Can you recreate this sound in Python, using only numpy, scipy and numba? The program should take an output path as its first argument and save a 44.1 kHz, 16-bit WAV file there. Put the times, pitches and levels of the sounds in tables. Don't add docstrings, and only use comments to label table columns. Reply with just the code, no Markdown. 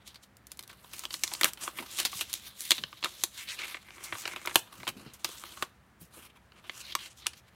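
import sys
import numpy as np
from scipy import signal
from scipy.fft import rfft, irfft
from scipy.io import wavfile
from scipy.ndimage import uniform_filter1d
from numba import njit

SR = 44100
rng = np.random.default_rng(int(sys.argv[2]) if len(sys.argv) > 2 else 0)


def to_wav(s):
    ch = np.atleast_2d(s).T
    pcm = np.round(np.clip(ch, -1, 1) * 32767)
    wavfile.write(sys.argv[1], SR, pcm.astype(np.int16))


N = 332955


def undb(db):
    return 10 ** (np.asarray(db) / 20)


def unit(x):
    return x / np.sqrt(np.mean(x ** 2))


def walk(rate_hz):
    hold = int(SR / rate_hz)
    steps = np.repeat(rng.standard_normal(N // hold + 1), hold)
    smooth = uniform_filter1d(uniform_filter1d(steps, hold), hold)
    return unit(smooth[:N])


# frequency_hz [Hz], relative spectral level_db [dB]
HUM_SPECTRUM = [(30, -22.5), (46, -18), (64, 1), (87, -6), (124, -3.5), (161, -10), (198, -5), (300, -16),
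                (900, -17.5), (1800, -18), (2700, -25.5), (5270, -34.5), (15300, -40.5)]
HUM_DB = -61.5


def hum():
    frequency_hz, level_db = np.transpose(HUM_SPECTRUM)
    bins_hz = np.fft.rfftfreq(N, 1 / SR)
    gain = undb(np.interp(np.log(bins_hz + 1), np.log(frequency_hz), level_db))
    waver_db = .8 * walk(2)
    noise = irfft(rfft(rng.standard_normal(N)) * gain, N)
    return undb(HUM_DB + waver_db) * unit(noise)


# start_s [s], level_db of resting contact [dB], boom_db of the pocket over body [dB],
# pitch_hz of the taut panel [Hz], air_db added to the top register [dB]
GRIP = [(0, -93, -8.5, 3500, -2.5), (.8, -73, -5.5, 3100, 4), (1.25, -72, -10.5, 3000, -5.5),
        (1.43, -72, -5.5, 2500, 1.5), (1.7, -74, -2, 2400, 3.5), (1.9, -60, -7.5, 3400, -2),
        (2.6, -61, -13, 3660, 1.5), (2.71, -68, -12.5, 3660, -4), (3.05, -62.5, -5, 3650, -3),
        (3.3, -71, -6.5, 3700, -1.5), (3.5, -71, -18.5, 3200, 0), (3.62, -65.5, -8.5, 2200, -1.5),
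        (4.1, -55.5, -2.5, 2100, -1), (4.4, -60, -3.5, 2000, -1.5), (4.56, -77, -2.5, 2450, 2.5),
        (5, -69, -4.5, 2900, 0.5), (5.3, -77.5, -4, 3500, -1), (5.8, -80, -3, 3000, -1.5),
        (6.2, -80, -5.5, 2337, 4.5), (6.6, -83, -4, 2300, 0), (6.8, -70, -12, 2600, -2.5),
        (6.949, -75.5, -14, 3495, -5), (7.05, -76, -12.5, 3040, -2), (7.24, -79, -13.5, 3900, -8.5),
        (7.5, -81, -19, 3100, -0.5)]


def held(t):
    start_s, *columns = np.transpose(GRIP)
    return [np.interp(t, start_s, column) for column in columns]


# start_s of the hold [s], hold_s [s], level_db of the body [dB], treble_db over body [dB],
# swell_ms [ms per 10 dB], fade_ms [ms per 10 dB]
FINGER_STROKES = [(0.02, .004, -63.5, -10, 12, 11), (0.064, 0.015, -58.5, 0.5, 10, 45),
                  (0.236, .005, -62.5, 6.5, 11, 12), (0.51, .01, -63, -3, 8.5, 56),
                  (0.695, .005, -48, -11, 3.8, 20), (0.787, .01, -62, -10, 13, 16),
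                  (0.835, 0.018, -65, 2, 89, 65), (0.938, .005, -51, 3, 28, 68),
                  (1.04, 0.0089, -56, 6, 45, 17), (1.124, 0.033, -53.5, 8, 21, 29),
                  (1.208, 0.077, -53, 6, 49, 82), (1.485, .005, -40.5, -1.5, 99, 11),
                  (1.613, 0.03, -44, -1, 12, 64), (1.77, 0.015, -45.5, 0, 8.4, 51),
                  (1.993, .005, -42.5, 4, 86, 52), (2.188, .005, -46, 8.5, 67, 26),
                  (2.353, .005, -51, 4, 104, 28), (2.475, 0.0059, -50, 3.5, 46, 16),
                  (2.618, 0.14, -50.5, 6.5, 46, 77), (3.093, 0.15, -57, 5.5, 130, 44),
                  (3.345, 0.036, -52.5, 5, 15, 33), (3.389, 0.025, -43.5, -5, 19, 68),
                  (3.491, 0.017, -34, -10.5, 15, 25), (3.534, .015, -38.5, -9.5, 15, 21),
                  (3.593, .018, -35, -11.5, 9.8, 27), (3.638, 0.014, -38.5, -9, 15, 22),
                  (3.684, 0.026, -43.5, -2, 12, 35), (4.04, .005, -56.5, 4, 58, 140),
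                  (4.199, 0.013, -58, 14.5, 50, 30), (4.258, 0.063, -45.5, -5, 15, 31),
                  (4.386, 0.056, -57, 0, 25, 25), (4.472, 0.037, -48, -7, 25, 20),
                  (4.569, 0.026, -45, 3, 35, 6), (4.666, 0.013, -58, -13, 12, 12),
                  (4.726, 0.13, -58, -1, 16, 60), (4.972, 0.043, -55, -6, 26, 45),
                  (5.063, .01, -53, -13, 19, 64), (5.204, .005, -60, 0.5, 17, 25),
                  (5.26, 0.39, -55.5, 3, 18, 20), (6.013, 0.0045, -61.5, 8.5, 7.9, 31),
                  (6.137, 0.13, -56, -1, 17, 8.6), (6.298, 0.0088, -61.5, -15, 7.6, 7.2),
                  (6.361, 0.011, -55.5, -12.5, 6.7, 5.1), (6.566, 0.031, -60.5, -12.5, 25, 16),
                  (6.647, 0.018, -52.5, -22, 8.5, 19), (6.789, 0.027, -48.5, 0.5, 62, 12),
                  (6.89, 0.039, -43, -8, 67, 9.1), (6.992, 0.082, -46.5, -6, 12, 14),
                  (7.109, 0.0089, -56, -2, 14, 13), (7.174, 0.025, -62, 7.5, 13, 27),
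                  (7.223, 0.033, -54.5, -11, 10, 34), (7.376, 0.017, -62, 9, 12, 7.7),
                  (7.486, .005, -60.5, -8.5, 27, 9.7), (7.549, 0.0055, -67, -4, 18, 18)]
REST_TREBLE_DB = -4


def strokes(t, rest_db):
    body_power = undb(rest_db) ** 2
    treble_power = undb(rest_db + REST_TREBLE_DB) ** 2
    for start_s, hold_s, level_db, treble_db, swell_ms, fade_ms in FINGER_STROKES:
        before_s = np.maximum(start_s - t, 0)
        after_s = np.maximum(t - start_s - hold_s, 0)
        drop_db = 10 * 1000 * (before_s / swell_ms + after_s / fade_ms)
        power = undb(level_db - drop_db) ** 2
        body_power = body_power + power
        treble_power = treble_power + power * undb(treble_db) ** 2
    return np.sqrt(body_power), np.sqrt(treble_power)


def grains(size, spread_db):
    return undb(spread_db * rng.exponential(size=size))


@njit
def svf(x, hz, width):
    y, band, low = np.empty(len(x)), 0., 0.
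    for i in range(len(x)):
        g, damping = np.tan(np.pi * hz[i] / SR), width[i] / hz[i]
        v = (band + g * (x[i] - low)) / (1 + g * (g + damping))
        band, low, y[i] = 2 * v - band, low + 2 * g * v, damping * v
    return y


def ring(x, hz, width):
    hz, width = hz + 0 * x, width + 0 * x
    return svf(svf(x, hz, width), hz, width)


def modes(x, table, sway):
    total = 0
    for k, (pitch_hz, width_hz, level_db) in enumerate(table):
        mode = unit(ring(x, pitch_hz, 1.234 * width_hz))
        gain = undb(level_db + sway()) * np.sqrt(width_hz)
        total = total + (-1) ** k * gain * mode
    return total


# pitch_hz [Hz], nominal width_hz [Hz], relative level_db per root width [dB]
BODY_MODES = [(1830, 860, 0.5), (2850, 2910, -2.5), (3860, 1220, 3)]
SHEEN_MODES = [(5380, 9050, 6.5), (7120, 5000, 13.5)]
AIR_MODES = [(10200, 7900, 5.5), (14600, 7800, -0.5)]
BOOM_MODES = [(180, 190, -15.5), (347, 95, -3.5), (531, 130, -8), (643, 152, -9), (1157, 580, -0.5)]


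def sheet(force, panel_hz, panel_db, air_db, sharp, sway):
    whole = unit(modes(force[0], BODY_MODES, sway))
    panel = unit(ring(force[0], panel_hz, panel_hz / sharp))
    body = whole + undb(panel_db + sway()) * panel
    treble = modes(force[1], SHEEN_MODES, sway) + undb(air_db) * modes(force[1], AIR_MODES, sway)
    boom = modes(force[2], BOOM_MODES, sway)
    return unit(body), unit(treble), unit(boom)


FIRM_DB, BOOM_LAG = -54, 0.19


def rustle(t):
    rest_db, boom_db, panel_hz, air_db = held(t)
    firm, bright = strokes(t, rest_db)
    hits = rng.random(N) < 300 / SR
    ticks = hits * undb(-11 + np.minimum(4.0 * rng.exponential(size=N), 14))
    crackle = 1 + signal.lfilter([1], [1, -np.exp(-1 / (0.0026 * SR))], ticks)
    flutter_db = 0.79 * walk(60) + 0.66 * walk(250)
    push = grains(size=N, spread_db=2.0) * undb(flutter_db) * crackle
    force = push * rng.standard_normal((3, N))
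    body, treble, boom = sheet(force, panel_hz, panel_db=-1.0, air_db=air_db, sharp=2.6,
                               sway=lambda: 2.3 * walk(35))
    boom_gain = undb(boom_db) * (firm / undb(FIRM_DB)) ** -BOOM_LAG
    return firm * (body + boom_gain * boom) + bright * treble


# start_s [s], level_db of the body [dB], treble_db over body [dB],
# pitch_hz of the ringing panel [Hz], length_ms, the time scale of the run [ms]
BUCKLES = [(0.0756, -47.5, 3, 4470, 11), (0.144, -50, -4, 4600, 11), (0.157, -44, -10, 4250, 8.5),
           (0.3685, -66, 18.5, 5100, 3), (0.4687, -55, 13, 4580, 3.9), (0.5172, -42, 7, 4320, 4.4),
           (0.572, -67.5, 21, 4900, 4.6), (0.5918, -35.5, 0.5, 4670, 4.6), (0.608, -47, -2, 5030, 3.4),
           (0.627, -48, 6, 4300, 2.6), (0.635, -48, 0, 4260, 7.5), (0.6768, -47.5, 5, 4500, 2.7),
           (0.6987, -43, -17, 1870, 5.4), (0.728, -51, -5, 1310, 12), (0.845, -43.5, -17, 960, 3.5),
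           (0.9336, -40, 0, 2420, 12), (0.981, -47.5, 2, 4150, 13), (0.993, -39, 10, 5700, 2.6),
           (1.0363, -37.5, -5, 1160, 10), (1.053, -22.5, -11, 3380, 1.6), (1.106, -32.5, -12, 3930, 4.7),
           (1.1403, -27, -5.5, 4420, 6), (1.2355, -21, 0.5, 6000, 6.6), (1.277, -31, -1.5, 4070, 3.5),
           (1.315, -38, -35, 900, 17), (1.3366, -29, 3.5, 4300, 3.6), (1.3498, -31.5, -14, 4450, 3.6),
           (1.4112, -19, -3, 1900, 4.2), (1.4327, -13.5, -9, 4000, 2.8), (1.4437, -12.5, 2, 1980, 3.1),
           (1.4543, -23.5, -5, 1700, 7.2), (1.534, -42, 11.5, 3520, 2.3), (1.5731, -44, -9, 3220, 9.7),
           (1.6772, -26, -22, 1090, 2.9), (1.7861, -32.5, -30, 2090, 15.5), (1.825, -42, -30, 920, 11),
           (1.9857, -30, -1, 3150, 32), (2.0, -25.5, 1, 4300, 6.5), (2.03, -32, -1, 3500, 2),
           (2.0506, -22.5, -1.5, 4540, 12.8), (2.117, -46, 3, 3500, 10), (2.129, -33.5, -37, 1080, 5.3),
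           (2.191, -37, -24, 3020, 10), (2.2093, -26.5, -2.5, 2600, 14), (2.33, -36, 14.5, 3830, 1.2),
           (2.3385, -25.5, 6.5, 3600, 1.8), (2.6067, -40, 18, 4240, 0.91), (2.619, -51, 15, 3220, 4),
           (2.654, -50.5, 16.5, 4500, 2.2), (2.707, -12, -1.5, 3400, 3.7), (2.717, -9, -7, 3670, 3.6),
           (2.7801, -30, -20, 3700, 10), (2.837, -21, -37, 3280, 2.6), (2.928, -38, -35, 1180, 4.2),
           (3.0266, -30.5, -28, 3300, 5.3), (3.0385, -22, -31, 4060, 2.6), (3.0441, -21, -6, 3370, 5.1),
           (3.0559, -29.5, -13, 1150, 10), (3.2365, -19, 4, 4030, 3.9), (3.7441, -29, -31, 2000, 5.5),
           (3.768, -39, -24, 2100, 6.4), (3.885, -44, -29, 1800, 4.8), (3.9058, -39.5, -23, 2320, 2.4),
           (3.981, -43, -22, 1870, 4.9), (4.038, -45, 7.5, 4400, 26), (4.124, -28.5, -42, 1900, 8.8),
           (4.1521, -37.5, -19, 1070, 9.5), (4.236, -42, -22, 2900, 4.6), (4.254, -26.5, -28, 3000, 6.3),
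           (4.2769, -27.5, -7, 2960, 4.4), (4.335, -36, -8, 1420, 3.9), (4.3607, -32.5, -12, 2330, 10.6),
           (4.4513, -39, -21, 1340, 17), (4.459, -42, 13.5, 1150, 1.9), (4.473, -23.5, -14, 2030, 6.2),
           (4.495, -37, -25, 2000, 5), (4.511, -38, -25, 1890, 8.4), (4.545, -45, 9, 5200, 5.4),
           (4.5565, -7.5, -2.5, 2720, 3.7), (4.725, -46.5, -19, 3420, 4), (4.801, -48.5, -20, 2000, 17),
           (4.8315, -34, -15, 1060, 2.7), (4.869, -32, -19, 1070, 9.7), (4.877, -25.5, -8, 3240, 9.8),
           (4.888, -33, -0.5, 3060, 10), (5.1356, -57.5, 11, 5750, 21), (5.245, -23.5, -2, 4650, 7.5),
           (5.29, -42.5, 6, 1120, 2.4), (5.4376, -27, -9, 1200, 0.4), (5.572, -45, -25, 1070, 12),
           (5.6238, -22.5, -9, 1110, 6.8), (6.52, -47, -31, 3004, 2.6), (6.6951, -26, -33, 2100, 3.5),
           (6.9517, -17, -4.5, 1107, 3.2), (7.2604, -34, -20, 1260, 6.9), (7.2671, -16.5, -0.5, 2600, 2.7),
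           (7.333, -45, -7, 2960, 8)]
CRACK_S, CRACK_DB = .0006, 15.5
SNAP_BOOM_DB, BOOM_DB_PER_OCTAVE = -1, -2


def snaps():
    out, t = np.zeros(N + SR), np.arange(SR // 16) / SR
    for start_s, level_db, treble_db, pitch_hz, length_ms in BUCKLES:
        age = 1000 * t / max(length_ms, .5)
        rise = 1 - np.exp(-age / 0.025)
        fade = rise * np.exp(-1.4 * age)
        force = fade * grains(size=len(t), spread_db=2.0) * rng.standard_normal((3, len(t)))
        force[:, int(CRACK_S * SR)] = undb(CRACK_DB)
        _, pocket_db, _, air_db = held(start_s)
        body, treble, boom = sheet(force, pitch_hz, panel_db=1.0, air_db=air_db, sharp=3.1, sway=lambda: 0)
        boom_db = pocket_db + SNAP_BOOM_DB + BOOM_DB_PER_OCTAVE * np.log2(pitch_hz / 2500)
        mix = body + undb(treble_db) * treble + undb(boom_db) * boom
        i = int(start_s * SR)
        out[i:i + len(t)] += undb(level_db) * np.sqrt(np.mean(fade ** 2)) * mix
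    return out[:N]


# start_s [s], level_db [dB], pitch_hz of the dull band [Hz], push_ms from start to peak [ms]
DESK_THUMPS = [(1.44, -71, 171, 11), (1.79, -45, 284, 14), (2.145, -50, 122, 7.6), (2.777, -51.5, 153, 24),
               (4.121, -52, 120, 8.9), (4.555, -54, 170, 11), (4.77, -53, 149, 23), (4.871, -53, 121, 23),
               (4.94, -51, 201, 41), (5.059, -45, 182, 7.2), (5.286, -48, 317, 3.9),
               (6.008, -51, 147.5, 9.7), (6.167, -53.5, 330, 7.3)]


def thumps(t):
    out, span = np.zeros(N + SR), t[:SR // 4]
    for start_s, level_db, pitch_hz, push_ms in DESK_THUMPS:
        age = 1000 * span / push_ms
        push = age * np.exp(1 - age)
        shake = ring(push * rng.standard_normal(len(span)), pitch_hz, 1.1 * pitch_hz)
        i = int(start_s * SR)
        out[i:i + len(span)] += undb(level_db) * np.sqrt(np.mean(push ** 2)) * unit(shake)
    return out[:N]


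# t60_s, time to fall 60 dB [s], level_db of the tail's energy over the direct sound [dB]
ECHO_TAILS = [(.085, -12), (0.299, -21)]


def room(x):
    t = np.arange(SR // 3) / SR
    echo = 0
    for t60_s, level_db in ECHO_TAILS:
        decay = np.exp(-np.log(1000) * t / t60_s)
        tail = rng.standard_normal(len(t)) * decay * (t > .001)
        echo = echo + undb(level_db) * tail / np.sqrt(np.sum(tail ** 2))
    return x + signal.fftconvolve(x, echo)[:N]


def scene():
    t = np.arange(N) / SR
    paper = room(snaps() + rustle(t))
    return (paper + thumps(t) + hum())[None]


TOP_HZ = 16300


def record(dry):
    rounded = .9 * np.tanh(dry / .9)
    low_pass = signal.ellip(10, .2, 80, TOP_HZ, fs=SR, output="sos")
    return signal.sosfilt(low_pass, rounded)


dry = scene()
out = record(dry)
to_wav(out)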